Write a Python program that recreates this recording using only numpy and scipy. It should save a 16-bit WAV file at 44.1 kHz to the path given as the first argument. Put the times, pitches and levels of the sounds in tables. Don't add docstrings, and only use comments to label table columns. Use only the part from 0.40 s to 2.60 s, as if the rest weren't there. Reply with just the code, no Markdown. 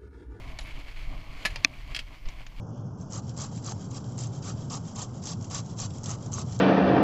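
import sys
import numpy as np
from scipy import signal
from scipy.fft import rfft, irfft
from scipy.io import wavfile
from scipy.ndimage import uniform_filter1d, minimum_filter1d

SR = 44100
rng = np.random.default_rng(int(sys.argv[2]) if len(sys.argv) > 2 else 0)


def put_to_file(sound):
    columns = np.atleast_2d(sound).T
    safe = np.clip(columns, -1, 1)
    whole_steps = np.round(safe * 32767)
    wavfile.write(sys.argv[1], SR, whole_steps.astype(np.int16))


N = 97020
T = np.arange(N) / SR

# (frequency [Hz], relative level [dB])
PLASTIC_SPECTRUM = [(200, -22), (750, 2), (1200, -5.5), (2300, 2), (4500, -1), (7000, -4.5), (8300, -18),
                    (10000, -15.5), (15000, -38)]


def housing_snap():
    # (time [s], level [dB], upper band limit [Hz])
    contacts = [(1.2469, 1, 7200), (1.254, -22, 3240)]
    # (frequency [Hz], relative level [dB], t60 [s])
    modes = [(284.5, -24, 0.035), (646, -34.5, 0.046), (1161, -24.5, 0.03), (1545, -24.5, 0.02),
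             (1834, -12, 0.012), (2388, -0.5, 0.0079), (2566, -3, 0.012), (3490, -14.5, 0.017),
             (4275, -7.5, 0.0085), (5130, -14, 0.014), (5720, -9, 0.006), (6480, -9.5, 0.0061)]
    body = sum(low_pass(from_db(db) * ring(start, modes, rise_cycles=0.21), top_hz)
               for start, db, top_hz in contacts)
    hiss = noise([(6000, -12.5), (9000, -18), (11300, -0.5), (15000, -13)])
    bright_edge = hiss * from_db(-27) * burst(contacts[0][0], attack_s=0.00038, t60_s=0.0046)
    return body + bright_edge


def handlebar_clack():
    # (time [s], level [dB], ring gain over crack [dB], favoured frequency [Hz])
    contacts = [(1.0511, -23.5, -8, 2500), (1.0541, -26, 9, 2040), (1.0610, -46, 6, 2700),
                (1.1042, -44.5, 0, 2700)]
    # (frequency [Hz], relative level [dB], t60 [s])
    modes = [(560, -22, .05), (730, -16, .05), (978, -21, .06), (1172, -17, .05), (1310, -13, .06),
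             (1725, -3, .075), (1921, -11, .06), (2200, -11, .07), (2302, -13, .06), (2531, -11, .055),
             (2657, -11, .067), (2970, -10, .063), (3750, -10, .065), (4169, -9, .09), (4825, -11, .06)]
    # (frequency [Hz], relative level [dB])
    spectrum = [(150, -4), (350, -4), (750, -0.5), (900, -2), (1400, -3), (2300, 11), (3500, -3.5),
                (5000, -2.5), (6000, -10), (7200, -8), (8400, -21.5), (10200, -14.5), (15000, -30)]
    return knocks(contacts, modes, spectrum, attack_s=0.00011, rise_cycles=0.92,
                  crossover_hz=3270, low_t60_s=0.066, high_t60_s=0.073)


def lever_rattle():
    # (time [s], level [dB], ring gain over crack [dB], favoured frequency [Hz])
    contacts = [(1.5470, -32, 8.5, 4300), (1.5600, -44, 6, 4300), (1.5630, -35, 11, 3200),
                (1.5897, -35, 8.5, 2550)]
    # (frequency [Hz], relative level [dB], t60 [s])
    modes = [(1700, -12, .05), (1860, -14, .046), (2225, -11, .049), (2552, -14, .07), (2680, -7, .05),
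             (2910, -9, .04), (3250, -2, .036), (4010, -14, .044), (4500, -9, .027), (5040, -11, .035)]
    # (frequency [Hz], relative level [dB])
    spectrum = [(200, -18), (1200, -8.5), (1800, -6), (3100, 2.5), (3700, -5.5), (4800, -1.5), (6000, -8.5),
                (8000, -14), (11000, -22), (15000, -33)]
    return knocks(contacts, modes, spectrum, attack_s=0.001, rise_cycles=2.5,
                  crossover_hz=5400, low_t60_s=0.063, high_t60_s=0.047)


def panel_knock():
    # (time [s], level [dB], ring gain over crack [dB], favoured frequency [Hz])
    contacts = [(1.1587, -34.5, 4, 940)]
    # (frequency [Hz], relative level [dB], t60 [s])
    modes = [(573, -8, 0.053), (930, -10, 0.072), (1900, 4.5, 0.024), (2410, 0, .06), (2740, -1, 0.04),
             (4980, 2, 0.017)]
    return knocks(contacts, modes, PLASTIC_SPECTRUM, attack_s=0.00031, rise_cycles=0,
                  crossover_hz=5360, low_t60_s=0.077, high_t60_s=0.027)


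def trim_ticks():
    # (time [s], level [dB], t60 [s], upper band limit [Hz])
    ticks = [(0.1876, -33, 0.037, 11200), (0.1908, -38, 0.038, 6530), (0.208, -47, 0.096, 13000),
             (0.461, -41, 0.022, 1780), (1.2422, -37, 0.013, 14000), (1.855, -47, 0.052, 5500),
             (1.8865, -41.5, 0.033, 7900), (2.004, -36, 0.032, 1420), (2.0650, -43, 0.043, 7600)]
    crack = noise(PLASTIC_SPECTRUM)
    return sum(low_pass(crack * from_db(db) * burst(start, attack_s=0.00092, t60_s=t60), top_hz)
               for start, db, t60, top_hz in ticks)


def fitting_jingle():
    # (time [s], level [dB])
    taps = [(.203, -55), (0.227, -59), (0.238, -57.5), (1.058, -44.5), (1.112, -63)]
    # (frequency [Hz], relative level [dB], t60 [s])
    modes = [(6900, -2, .03), (9376, -20, .36), (10306, -9, .06), (10700, -3, .025), (11150, 0, .025)]
    return sum(from_db(db) * ring(start, modes) for start, db in taps)


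def clothing_rustle():
    # (time [s], level [dB])
    envelope = [(0, -52.5), (.1, -51.5), (.17, -55.5), (.275, -48.5), (.34, -52), (.39, -48), (.44, -54.5),
                (.49, -49.5), (.55, -54), (.61, -49), (.66, -53), (.72, -52), (.82, -54.5), (.93, -52),
                (1.03, -46), (1.11, -49), (1.21, -50.5), (1.29, -56), (1.41, -51), (1.44, -57.5),
                (1.52, -47.5), (1.65, -55), (1.77, -54), (1.84, -60.5), (1.9, -48), (1.95, -57),
                (2.01, -51), (2.05, -59), (2.11, -60.5), (2.2, -53)]
    # (frequency [Hz], relative level [dB])
    spectrum = [(300, -3.5), (1000, -4.5), (1500, -4), (1900, -1), (2230, 6.5), (2500, 1), (3200, -1),
                (3700, -8.5), (4400, -5.5), (5500, -16.5), (6800, -17), (8500, -24.5), (11500, -26.5),
                (15000, -35)]
    slips = rng.standard_normal(N) * flutter(rate_hz=1300, depth_db=2.5)
    return colour(slips, spectrum) * level(envelope) * flutter(rate_hz=65, depth_db=1.5)


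def fabric_scrapes():
    # (time [s], level [dB])
    slips = [(.259, -47), (.271, -41), (0.291, -47), (0.307, -51), (.445, -56), (.605, -50), (1.335, -48.5)]
    # (frequency [Hz], relative level [dB])
    resonance = [(1000, -55), (2000, -17), (2280, 7), (2650, -9), (6000, -32)]
    envelope = sum(from_db(db) * burst(start, attack_s=0.0021, t60_s=0.042) for start, db in slips)
    return noise(resonance) * envelope


def grass_scuffing():
    # (time [s], level [dB])
    envelope = [(0, -48), (.12, -48.5), (.2, -55), (.28, -48), (.33, -58), (.39, -47), (.44, -57),
                (.56, -61), (.66, -53), (.73, -44), (.8, -52.5), (.87, -48.5), (1.05, -53), (1.13, -49),
                (1.35, -52), (1.43, -61.5), (1.5, -48), (1.58, -55), (1.64, -65.5), (1.72, -50.5),
                (1.83, -63), (1.89, -51), (2.01, -54.5), (2.09, -57.5), (2.2, -54.5)]
    # (frequency [Hz], relative level [dB])
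    spectrum = [(120, 10.5), (225, -0.5), (275, 9), (320, 1), (480, -11), (630, 2), (830, -3.5), (1100, 1),
                (1450, -18), (3000, -64)]
    return noise(spectrum) * level(envelope) * flutter(rate_hz=47, depth_db=0.54)


def wind_rumble():
    # (time [s], level [dB])
    gusts = [(0, -39), (.1, -34), (.19, -34), (.28, -35.5), (.54, -41.5), (.6, -33.5), (.78, -32.5),
             (.87, -43.5), (.98, -37.5), (1.04, -47), (1.12, -33), (1.27, -52.5), (1.42, -38.5),
             (1.52, -34), (1.6, -37.5), (1.69, -41.5), (1.8, -45.5), (1.87, -25.5), (1.94, -38.5),
             (2.11, -47), (2.19, -35.5)]
    # (frequency [Hz], relative level [dB])
    spectrum = [(10, -0.5), (22, 4.5), (36, 2), (55, -9), (80, -22.5), (120, -19.5), (200, -44), (500, -43),
                (2000, -92)]
    return noise(spectrum) * level(gusts)


def mount_bumps():
    # (time [s], level [dB])
    envelope = [(0, -46), (.5, -60), (.75, -46), (1.0, -55), (1.15, -48.5), (1.55, -50.5), (1.75, -59),
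                (2.2, -53.5)]
    # (frequency [Hz], relative level [dB])
    spectrum = [(30, -13), (70, 2), (120, 3), (190, -11.5), (400, -41), (2000, -78)]
    return noise(spectrum) * level(envelope)


def outdoor_air():
    # (frequency [Hz], relative level [dB])
    spectrum = [(100, -6), (1000, -28), (2500, -36), (5000, -5), (8500, -18.5), (14500, -15)]
    return from_db(-70) * noise(spectrum)


def knocks(contacts, modes, spectrum, attack_s, rise_cycles, crossover_hz, low_t60_s, high_t60_s):
    low_band = low_pass(noise(spectrum), crossover_hz)
    high_pass = signal.butter(8, crossover_hz, "high", fs=SR, output="sos")
    high_band = signal.sosfilt(high_pass, noise(spectrum))
    total = 0
    for start, db, ring_db, favoured_hz in contacts:
        crack = low_band * burst(start, attack_s, low_t60_s)
        crack += high_band * burst(start, attack_s, high_t60_s)
        ringing = from_db(ring_db) * ring(start, struck_at(modes, favoured_hz), rise_cycles)
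        total += from_db(db) * (crack + ringing)
    return total


def struck_at(modes, favoured_hz, width_octaves=0.51, far_db=-4):
    hz, db, t60 = np.transpose(modes)
    nearness = np.exp(-(np.log2(hz / favoured_hz) / width_octaves) ** 2)
    return zip(hz, db + far_db * (1 - nearness), t60)


def ring(start, modes, rise_cycles=0):
    total = np.zeros(N + SR)
    age = T[:SR // 2]
    first = int(start * SR)
    for k, (hz, db, t60) in enumerate(modes):
        rise = 1 - np.exp(-age * hz / (rise_cycles + 1e-9))
        envelope = rise * from_db(db - 60 * age / t60)
        total[first:first + len(age)] += (-1) ** k * envelope * np.sin(2 * np.pi * hz * age)
    return total[:N]


def burst(start, attack_s, t60_s):
    age = np.maximum(T - start, 0)
    rise = np.minimum(age / attack_s, 1)
    decay_db = -60 * np.minimum(np.maximum(age - attack_s, 0) / t60_s, 10)
    return rise * from_db(decay_db)


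def low_pass(x, top_hz):
    sections = signal.butter(8, top_hz, fs=SR, output="sos")
    return signal.sosfilt(sections, x + 1e-18)


def colour(x, spectrum):
    hz, db = np.transpose(spectrum)
    bin_hz = np.maximum(np.fft.rfftfreq(N, 1 / SR), 1)
    gain = from_db(np.interp(np.log(bin_hz), np.log(hz), db))
    shaped = irfft(rfft(x) * gain, N)
    return shaped / np.std(shaped)


def noise(spectrum):
    return colour(rng.standard_normal(N), spectrum)


def flutter(rate_hz, depth_db):
    return from_db(depth_db * np.interp(T * rate_hz, np.arange(N), rng.standard_normal(N)))


def level(curve):
    return from_db(np.interp(T, *np.transpose(curve)))


def from_db(db):
    return 10 ** (np.asarray(db) / 20)


def scene():
    impacts = handlebar_clack() + lever_rattle() + panel_knock()
    impacts += trim_ticks() + housing_snap() + fitting_jingle()
    friction = clothing_rustle() + fabric_scrapes() + grass_scuffing()
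    background = wind_rumble() + mount_bumps() + outdoor_air()
    return (impacts + friction + background)[None]


def record(dry):
    ceiling, window_samples, cutoff_hz = 0.9, 31, 15300
    needed_gain = np.minimum(1, ceiling / np.maximum(np.abs(dry), 1e-9))
    held_gain = minimum_filter1d(needed_gain, size=window_samples)
    smooth_gain = uniform_filter1d(held_gain, size=window_samples)
    band_limit = signal.ellip(10, .1, 80, cutoff_hz, fs=SR, output="sos")
    return signal.sosfilt(band_limit, dry * smooth_gain)


dry = scene()
out = record(dry)
put_to_file(out)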